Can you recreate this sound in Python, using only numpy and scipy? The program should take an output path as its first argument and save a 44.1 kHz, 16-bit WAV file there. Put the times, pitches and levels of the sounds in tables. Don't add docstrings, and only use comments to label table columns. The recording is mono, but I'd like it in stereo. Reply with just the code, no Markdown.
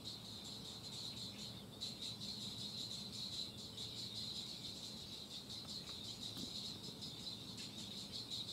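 import sys
import numpy as np
from scipy import signal
from scipy.fft import rfft, irfft, next_fast_len
from scipy.io import wavfile
from scipy.ndimage import map_coordinates

SR = 44100
rng = np.random.default_rng(int(sys.argv[2]) if len(sys.argv) > 2 else 0)


def unload_audio(sound):
    columns = np.transpose(np.atleast_2d(sound))
    steps = np.round(np.clip(columns, -1, 1) * 32767)
    wavfile.write(sys.argv[1], SR, steps.astype(np.int16))


N = 375732

# f/Hz, likeness (1 = the same)
TRAFFIC_LIKENESS = [(60, 0.88), (130, 1), (290, 0.52), (640, 0.093), (1400, 0.096)]


def amp(db):
    return 10 ** (np.asarray(db) / 20)


def unit(x):
    return x / np.sqrt(np.mean(x ** 2) + 1e-20)


def along(points, hz):
    freqs, values = np.transpose(points)
    return np.interp(np.log(hz + 1), np.log(freqs + 1), values)


def clock(length):
    return np.arange(int(length * SR)) / SR


def wobble(rate, size):
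    values = rng.standard_normal(int(size * rate / SR) + 4)
    return map_coordinates(values, [np.arange(size) * rate / SR])


def filtered(x, response):
    size = x.shape[-1]
    padded = next_fast_len(size + 4096)
    hz = np.fft.rfftfreq(padded, 1 / SR)
    return irfft(rfft(x, padded) * response(hz), padded)[..., :size]


def coloured(x, spectrum):
    return unit(filtered(x, lambda hz: amp(along(spectrum, hz))))


def resonance(x, centre_hz, width_hz):
    band = lambda hz: 1j * hz * width_hz / (centre_hz ** 2 - hz * hz + 1j * hz * width_hz)
    return unit(filtered(x, lambda hz: band(hz) ** 2))


def spread(mid, side, likeness):
    angle = lambda hz: np.arccos(np.clip(along(likeness, hz), 0, 1)) / 2
    mid = filtered(mid, lambda hz: np.cos(angle(hz)))
    side = filtered(side, lambda hz: np.sin(angle(hz)))
    return np.array([mid + side, mid - side])


def add(track, start, sound):
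    part = track[max(round(start * SR), 0):][:len(sound)]
    part += sound[:len(part)]


def swell(t, rise, length):
    rising = t / max(rise, .004)
    falling = (length - t) / max(length - rise, .01)
    return np.clip(np.minimum(rising, falling), 0, 1) ** 0.64


def flutter(size, rate, scatter, depth_db):
    slap_hz = rate * np.exp(scatter * wobble(rate, size))
    phase = 2 * np.pi * np.cumsum(slap_hz) / SR
    return unit(amp(depth_db * (np.cos(phase) + 0.46 * wobble(rate, size))))


def quaver(pitch_hz, rough, rate):
    hz = pitch_hz * (1 + rough * wobble(rate, len(pitch_hz)))
    return np.sqrt(2) * np.sin(2 * np.pi * np.cumsum(hz) / SR)


def squeaky_air(size, depth_db, width_hz, life_s):
    hz, t, spectra = signal.stft(rng.standard_normal(size), SR, nperseg=512)
    grid = rng.standard_normal((int(hz[-1] / width_hz) + 3, int(t[-1] / life_s) + 3))
    peaks = map_coordinates(grid, np.meshgrid(hz / width_hz, t / life_s, indexing="ij"))
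    _, air = signal.istft(spectra * amp(depth_db * peaks), SR, nperseg=512)
    return unit(air[:size])


def foliage(x, t60):
    t = clock(.6)
    tail = rng.standard_normal(len(t)) * amp(-60 * t / t60) * (1 - np.exp(-t / 0.00043))
    return signal.fftconvolve(x, tail / np.linalg.norm(tail))[:N]


def traffic():
    # f/Hz, level/dB
    spectrum = [(22, -33), (40, -20), (56, -10), (85, -5.5), (118, -1.5), (160, -4), (205, 0), (280, -7),
                (400, -11), (600, -14.5), (950, -16.5), (1450, -22), (1750, -30), (4000, -41.5)]
    mid, side = [coloured(rng.standard_normal(N), spectrum) for _ in range(2)]
    return unit(spread(mid, side, TRAFFIC_LIKENESS)) * amp(-56.5 + 0.24 * wobble(5, N))


def machines():
    # f/Hz, level/dB, waver/dB
    tones = [(113, -68, 3), (202.6, -69, 2.6), (432.5, -76, 3), (541.7, -81, 2.5), (1063, -93, 1)]
    # t/s, gain/dB
    drift = [(0, 0), (1.6, 5.5), (2.6, 2), (4.05, 2), (4.6, -3), (8.5, 2.5)]
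    hum = sum(amp(db + waver_db * wobble(4, N)) * quaver(np.full(N, hz), rough=0.01313, rate=11)
              for hz, db, waver_db in tones)
    return hum * amp(np.interp(np.arange(N) / SR, *np.transpose(drift)))


def background():
    # f/Hz, left minus right/dB
    balance = [(110, -5), (200, -5.5), (700, -4.5), (1300, -2.5), (2400, -3.5)]
    # f/Hz, level/dB
    hiss_spectrum = [(900, -50), (1900, -7.5), (2400, -3.5), (4800, 2.5), (6300, -14), (7400, -2),
                     (8300, 1), (9100, -4.5), (11000, -4), (13600, -8), (15700, -12.5)]
    left, right = traffic() + machines()
    left = filtered(left, lambda hz: amp(along(balance, hz) / 2))
    right = filtered(right, lambda hz: amp(-along(balance, hz) / 2))
    hiss = amp(-64.5) * coloured(rng.standard_normal((2, N)), hiss_spectrum)
    return np.array([left, right]) + hiss


def vehicles():
    # t when nearest/s, half length/s, f/Hz, level/dB
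    passes = [(.5, 1.3, 795, -68), (7.25, 1.07, 220, -62)]
    roar, t = np.zeros((2, N)), np.arange(N) / SR
    for nearest, half_length, hz, db in passes:
        closeness = 1 / (1 + ((t - nearest) / half_length) ** 2)
        roar += amp(db) * closeness * resonance(rng.standard_normal((2, N)), hz, width_hz=0.95 * hz)
    return spread(*roar, TRAFFIC_LIKENESS) * amp([[1.8], [-1.8]])


def insect(start=7.9, pitch_hz=9030, db=-78):
    fade_in = np.clip((np.arange(N) / SR - start) / .1, 0, 1)
    return amp(db) * fade_in * resonance(rng.standard_normal(N), pitch_hz, width_hz=220)


def colony():
    # f/Hz, level/dB
    spectrum = [(1700, -19), (2200, -8.5), (3100, -5.5), (3700, 11), (4200, 3.5), (5000, -2), (6000, -9.5),
                (7500, -10), (10000, -20), (15000, -33)]
    # t/s, level/dB
    levels = [(0, -59.5), (1.5, -61), (1.68, -67), (1.9, -58.5), (3.4, -58), (3.54, -65), (3.8, -55.5),
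              (5.3, -57.5), (8.5, -58)]
    chatter = coloured(squeaky_air(N, depth_db=5.5, width_hz=170, life_s=.045), spectrum)
    db = np.interp(np.arange(N) / SR, *np.transpose(levels)) + 0.97 * wobble(11, N)
    return amp(db) * chatter


def twig(start=6.37, db=-55, t60=0.11):
    out, t = np.zeros(N), clock(0.11)
    splinters = flutter(len(t), rate=300, scatter=0.66, depth_db=2) * rng.standard_normal(len(t))
    loudness = amp(db - 60 * t / t60) * (1 - np.exp(-t / .003))
    add(out, start, loudness * resonance(splinters, 12000, width_hz=4900))
    return out


def knocks(clack_t60=.05, thud_t60=0.071):
    # t/s, clack level/dB, thud level/dB
    hits = [(5.649, -53.5, -54), (5.892, -48, -54), (6.369, -53.5, -43), (6.39, -71, -44),
            (6.411, -74, -48.5), (6.431, -70, -44.5), (6.474, -72, -46.5), (6.757, -61, -46.5),
            (6.883, -65, -42.5), (7.8, -58, -60)]
    # f/Hz, level/dB
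    clack_spectrum = [(150, -23), (450, -4), (900, 1), (1350, -0.5), (1750, -12), (3000, -15), (9000, -39)]
    # f/Hz, level/dB
    thud_spectrum = [(50, -36), (150, -6), (220, 0), (340, -4.5), (550, -17), (1500, -46), (5000, -80)]
    out, t = np.zeros(N), clock(.15)
    soft_start = 1 - np.exp(-t / 0.00064)
    for start, clack_db, thud_db in hits:
        clack, thud = rng.standard_normal((2, len(t)))
        add(out, start, amp(clack_db - 60 * t / clack_t60) * coloured(clack, clack_spectrum))
        add(out, start, amp(thud_db - 60 * t / thud_t60) * soft_start * coloured(thud, thud_spectrum))
    return out


def peeps():
    # t/s, length/s, start f/Hz, end f/Hz, level/dB
    calls = [(1.377, .035, 2650, 3120, -66), (1.436, .045, 3160, 2900, -61),
             (1.565, 0.082, 3720, 2900, -58.5), (1.724, .07, 3470, 3750, -57.5),
             (3.499, 0.086, 2810, 2730, -66.5), (3.727, 0.04, 3080, 2930, -63),
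             (3.85, .06, 2780, 2860, -67), (6.08, 0.057, 3100, 3380, -57)]
    out = np.zeros(N)
    for start, length, start_hz, end_hz, db in calls:
        t = clock(length)
        span_hz = end_hz - start_hz
        arch_hz = 0.2 * abs(span_hz) * np.sin(np.pi * t / length)
        whistle = quaver(start_hz + span_hz * t / length + arch_hz, rough=0.02, rate=900)
        add(out, start, amp(db) * swell(t, 0.073 * length, length) * whistle)
    return out


def clucks():
    # t/s, length/s, level/dB
    calls = [(0.166, 0.046, -70), (1.11, 0.11, -65), (1.32, 0.14, -60.5), (1.532, .08, -65),
             (5.056, .12, -69), (5.832, 0.058, -62), (7.156, 0.1, -68), (7.574, 0.104, -58.5),
             (7.684, 0.081, -63.5), (7.77, .07, -65), (7.897, 0.065, -61), (8.095, 0.07, -62)]
    out = np.zeros(N)
    for start, length, db in calls:
        t = clock(length)
        air = squeaky_air(len(t), depth_db=6.5, width_hz=156, life_s=0.023)
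        add(out, start, amp(db) * swell(t, 0.18 * length, length) * resonance(air, 2780, width_hz=1900))
    return out


def squeal(length, pitch_hz):
    t = clock(length)
    bend = 1 + .03 * (np.sin(np.pi * t / length) - .7) + 0.0137 * wobble(79.4, len(t))
    whistle = quaver(pitch_hz * bend, rough=0.018, rate=900)
    breath = 0.68 * resonance(rng.standard_normal(len(t)), pitch_hz, width_hz=570)
    slaps = flutter(len(t), rate=220, scatter=0.325, depth_db=1.0)
    return swell(t, 0.14 * length, length) * unit((whistle + breath) * slaps)


def sibling():
    # t/s, length/s, f/Hz, level/dB
    calls = [(0.967, 0.085, 4280, -50), (1.06, 0.064, 4080, -52.5), (1.216, 0.083, 4270, -52),
             (1.424, .1, 4120, -53), (1.565, 0.047, 4410, -62), (1.728, .055, 4430, -64),
             (1.821, 0.071, 4000, -44), (2.282, 0.052, 4190, -45.5), (2.592, 0.063, 5110, -57),
             (2.74, .11, 4120, -50), (3.05, 0.053, 4000, -52.5), (3.215, .1, 4035, -50),
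             (3.377, 0.079, 4020, -46), (4.27, 0.07, 4120, -49.5), (4.48, 0.095, 4290, -50.5),
             (4.647, 0.031, 4160, -50), (5.747, 0.085, 4200, -52), (6.832, 0.083, 5140, -56.5),
             (7.022, 0.1, 4990, -55), (7.225, .08, 4970, -57.5), (7.257, 0.11, 4060, -47)]
    out = np.zeros(N)
    for start, length, pitch_hz, db in calls:
        add(out, start, amp(db) * squeal(length, pitch_hz))
    return out


def push(t, length, db, attack_s=0.0075, crest_s=0.038, onset_db=-52.5):
    onset = min(amp(onset_db - db), 1)
    snap = np.clip(t / attack_s, 0, 1)
    grow = np.clip(onset + (1 - onset) * t / crest_s, 0, 1)
    ebb = np.clip((length - t) / max(length - crest_s, .01), 0, 1) ** 0.81
    return snap * grow * ebb


def rasps(usual_hz=4020, throat_hz=4000, trail_hz=4054):
    # t/s, length/s, level/dB, hoarseness/dB
    calls = [(0.044, 0.13, -48, -1), (.243, 0.21, -52, -1), (0.439, 0.2, -50.5, 1),
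             (0.642, 0.16, -50.5, 1.5), (0.829, 0.067, -49.5, 0.5), (0.914, 0.17, -50, 2),
             (1.025, 0.13, -50, -0.5), (1.159, .17, -48.5, 0.5), (1.378, .15, -51, 3),
             (1.804, 0.14, -47, 2.5), (2.01, 0.13, -45, 0), (2.205, 0.22, -47.5, -0.5),
             (2.39, 0.21, -47.5, 0), (2.573, 0.22, -47.5, -1), (2.769, 0.13, -46.5, 1.5),
             (2.897, 0.17, -46.5, 1), (3.12, 0.22, -45.5, -1.5), (3.311, 0.21, -46.5, 0),
             (3.573, .16, -50.5, 0), (3.767, 0.18, -48.5, 0), (3.956, 0.15, -46, -1),
             (4.141, 0.23, -46, -2.5), (4.332, .14, -47, -1), (4.455, 0.15, -55, 3),
             (4.633, .13, -49.5, -1), (4.739, 0.14, -54.5, 3.5), (4.823, .16, -50.5, 1),
             (4.963, 0.11, -55.5, 1.5), (5.115, .14, -52, -1.5), (5.296, 0.14, -51, 0),
             (5.492, 0.13, -48, -2.5), (5.675, 0.14, -47.5, -0.5), (5.864, .15, -49.5, -1.5),
             (6.035, 0.17, -51, 2.5), (6.206, .16, -49.5, 1), (6.354, 0.23, -48.5, 1),
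             (6.533, 0.12, -47, -1), (6.625, .11, -47, 1), (6.827, .12, -52, 2), (7.011, 0.12, -51, 1.5),
             (7.187, 0.18, -57.5, 5.5), (7.468, 0.092, -52.5, -5), (7.571, 0.13, -51.5, 6),
             (7.776, 0.13, -55, 7), (7.901, .11, -52.5, -4), (7.965, 0.12, -50, 2), (8.121, .12, -46, -2.5),
             (8.302, .14, -43.5, -2), (8.465, .17, -45, -4)]
    # f/Hz, level/dB
    throat_spectrum = [(2500, -67), (3100, -25), (3450, -7.5), (3750, -2), (4250, -2), (4600, -10.5),
                       (5200, -15.5), (6000, -45.5)]
    # t/s, level against the bill's hiss/dB
    ring_levels = [(2, -26), (4.5, -0.5), (6.5, -1), (8.5, -4)]
    # f/Hz, level/dB
    hiss_spectrum = [(3000, -42), (4200, -13), (5150, -2), (5800, 0), (6400, -0.5), (7250, 5.5),
                     (7900, 0.5), (8900, -5.5), (11200, -7.5), (13000, -17), (16000, -53)]
    # f/Hz, level/dB
    chest_spectrum = [(1500, -66), (2000, 0.5), (2450, -2.5), (2850, 4), (3400, 10.5), (4500, -14),
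                      (7000, -42)]
    out = np.zeros(N)
    for start, length, db, hoarse_db in calls:
        t = clock(length)
        effort = push(t, length, db)
        pitch_hz = usual_hz * (1 + 0.01198 * rng.standard_normal())
        throat_air, chest_air, bill_air = [
            squeaky_air(len(t), depth_db=3.5, width_hz=220, life_s=.03) for _ in range(3)]
        arch = 1.015 + 0.0812 * (np.sin(np.pi * t / length) - .7)
        waver = 1 + 0.0257 * wobble(70.06, len(t))
        whistle = quaver(pitch_hz * arch * waver, rough=0.018, rate=820)
        whistle *= 0.35 + t / length
        tuned_throat = [(hz * pitch_hz / throat_hz, level) for hz, level in throat_spectrum]
        voice = unit(coloured(throat_air, tuned_throat) + whistle)
        ring_db = np.interp(start, *np.transpose(ring_levels))
        ring = amp(ring_db) * resonance(chest_air, 4870, width_hz=1100)
        hiss = coloured(bill_air, hiss_spectrum) + ring
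        hiss *= amp(0.95 * wobble(72.6, len(t)))
        hiss *= amp(-10.5 + hoarse_db) * effort ** 0.2
        chest = amp(-19.5 + 1.65 * hoarse_db) * coloured(chest_air, chest_spectrum)
        add(out, start, amp(db) * effort * (voice + hiss + chest))
        trail = squeal(length=0.0905, pitch_hz=trail_hz * pitch_hz / usual_hz)
        add(out, start + .62 * length, amp(db - 8.5) * trail)
    return out


def scene():
    # f/Hz, likeness (1 = the same)
    call_likeness = [(2000, 1), (4000, 0.96), (7000, 0.85), (11000, 0.36)]
    ahead = rasps() + sibling() + clucks() + peeps() + twig() + colony() + insect()
    mid = ahead + amp(-8.5) * foliage(ahead, t60=0.29)
    calls = spread(mid, foliage(ahead, t60=0.12), call_likeness)
    sticks = knocks()
    stick_echoes = amp(-14) * np.array([foliage(sticks, t60=0.39) for _ in range(2)])
    return calls + sticks * amp([[-1.5], [1.5]]) + stick_echoes + background() + vehicles()


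def record(dry, top_hz=15750):
    return filtered(dry, lambda hz: hz < top_hz)


dry = scene()
out = record(dry)
unload_audio(out)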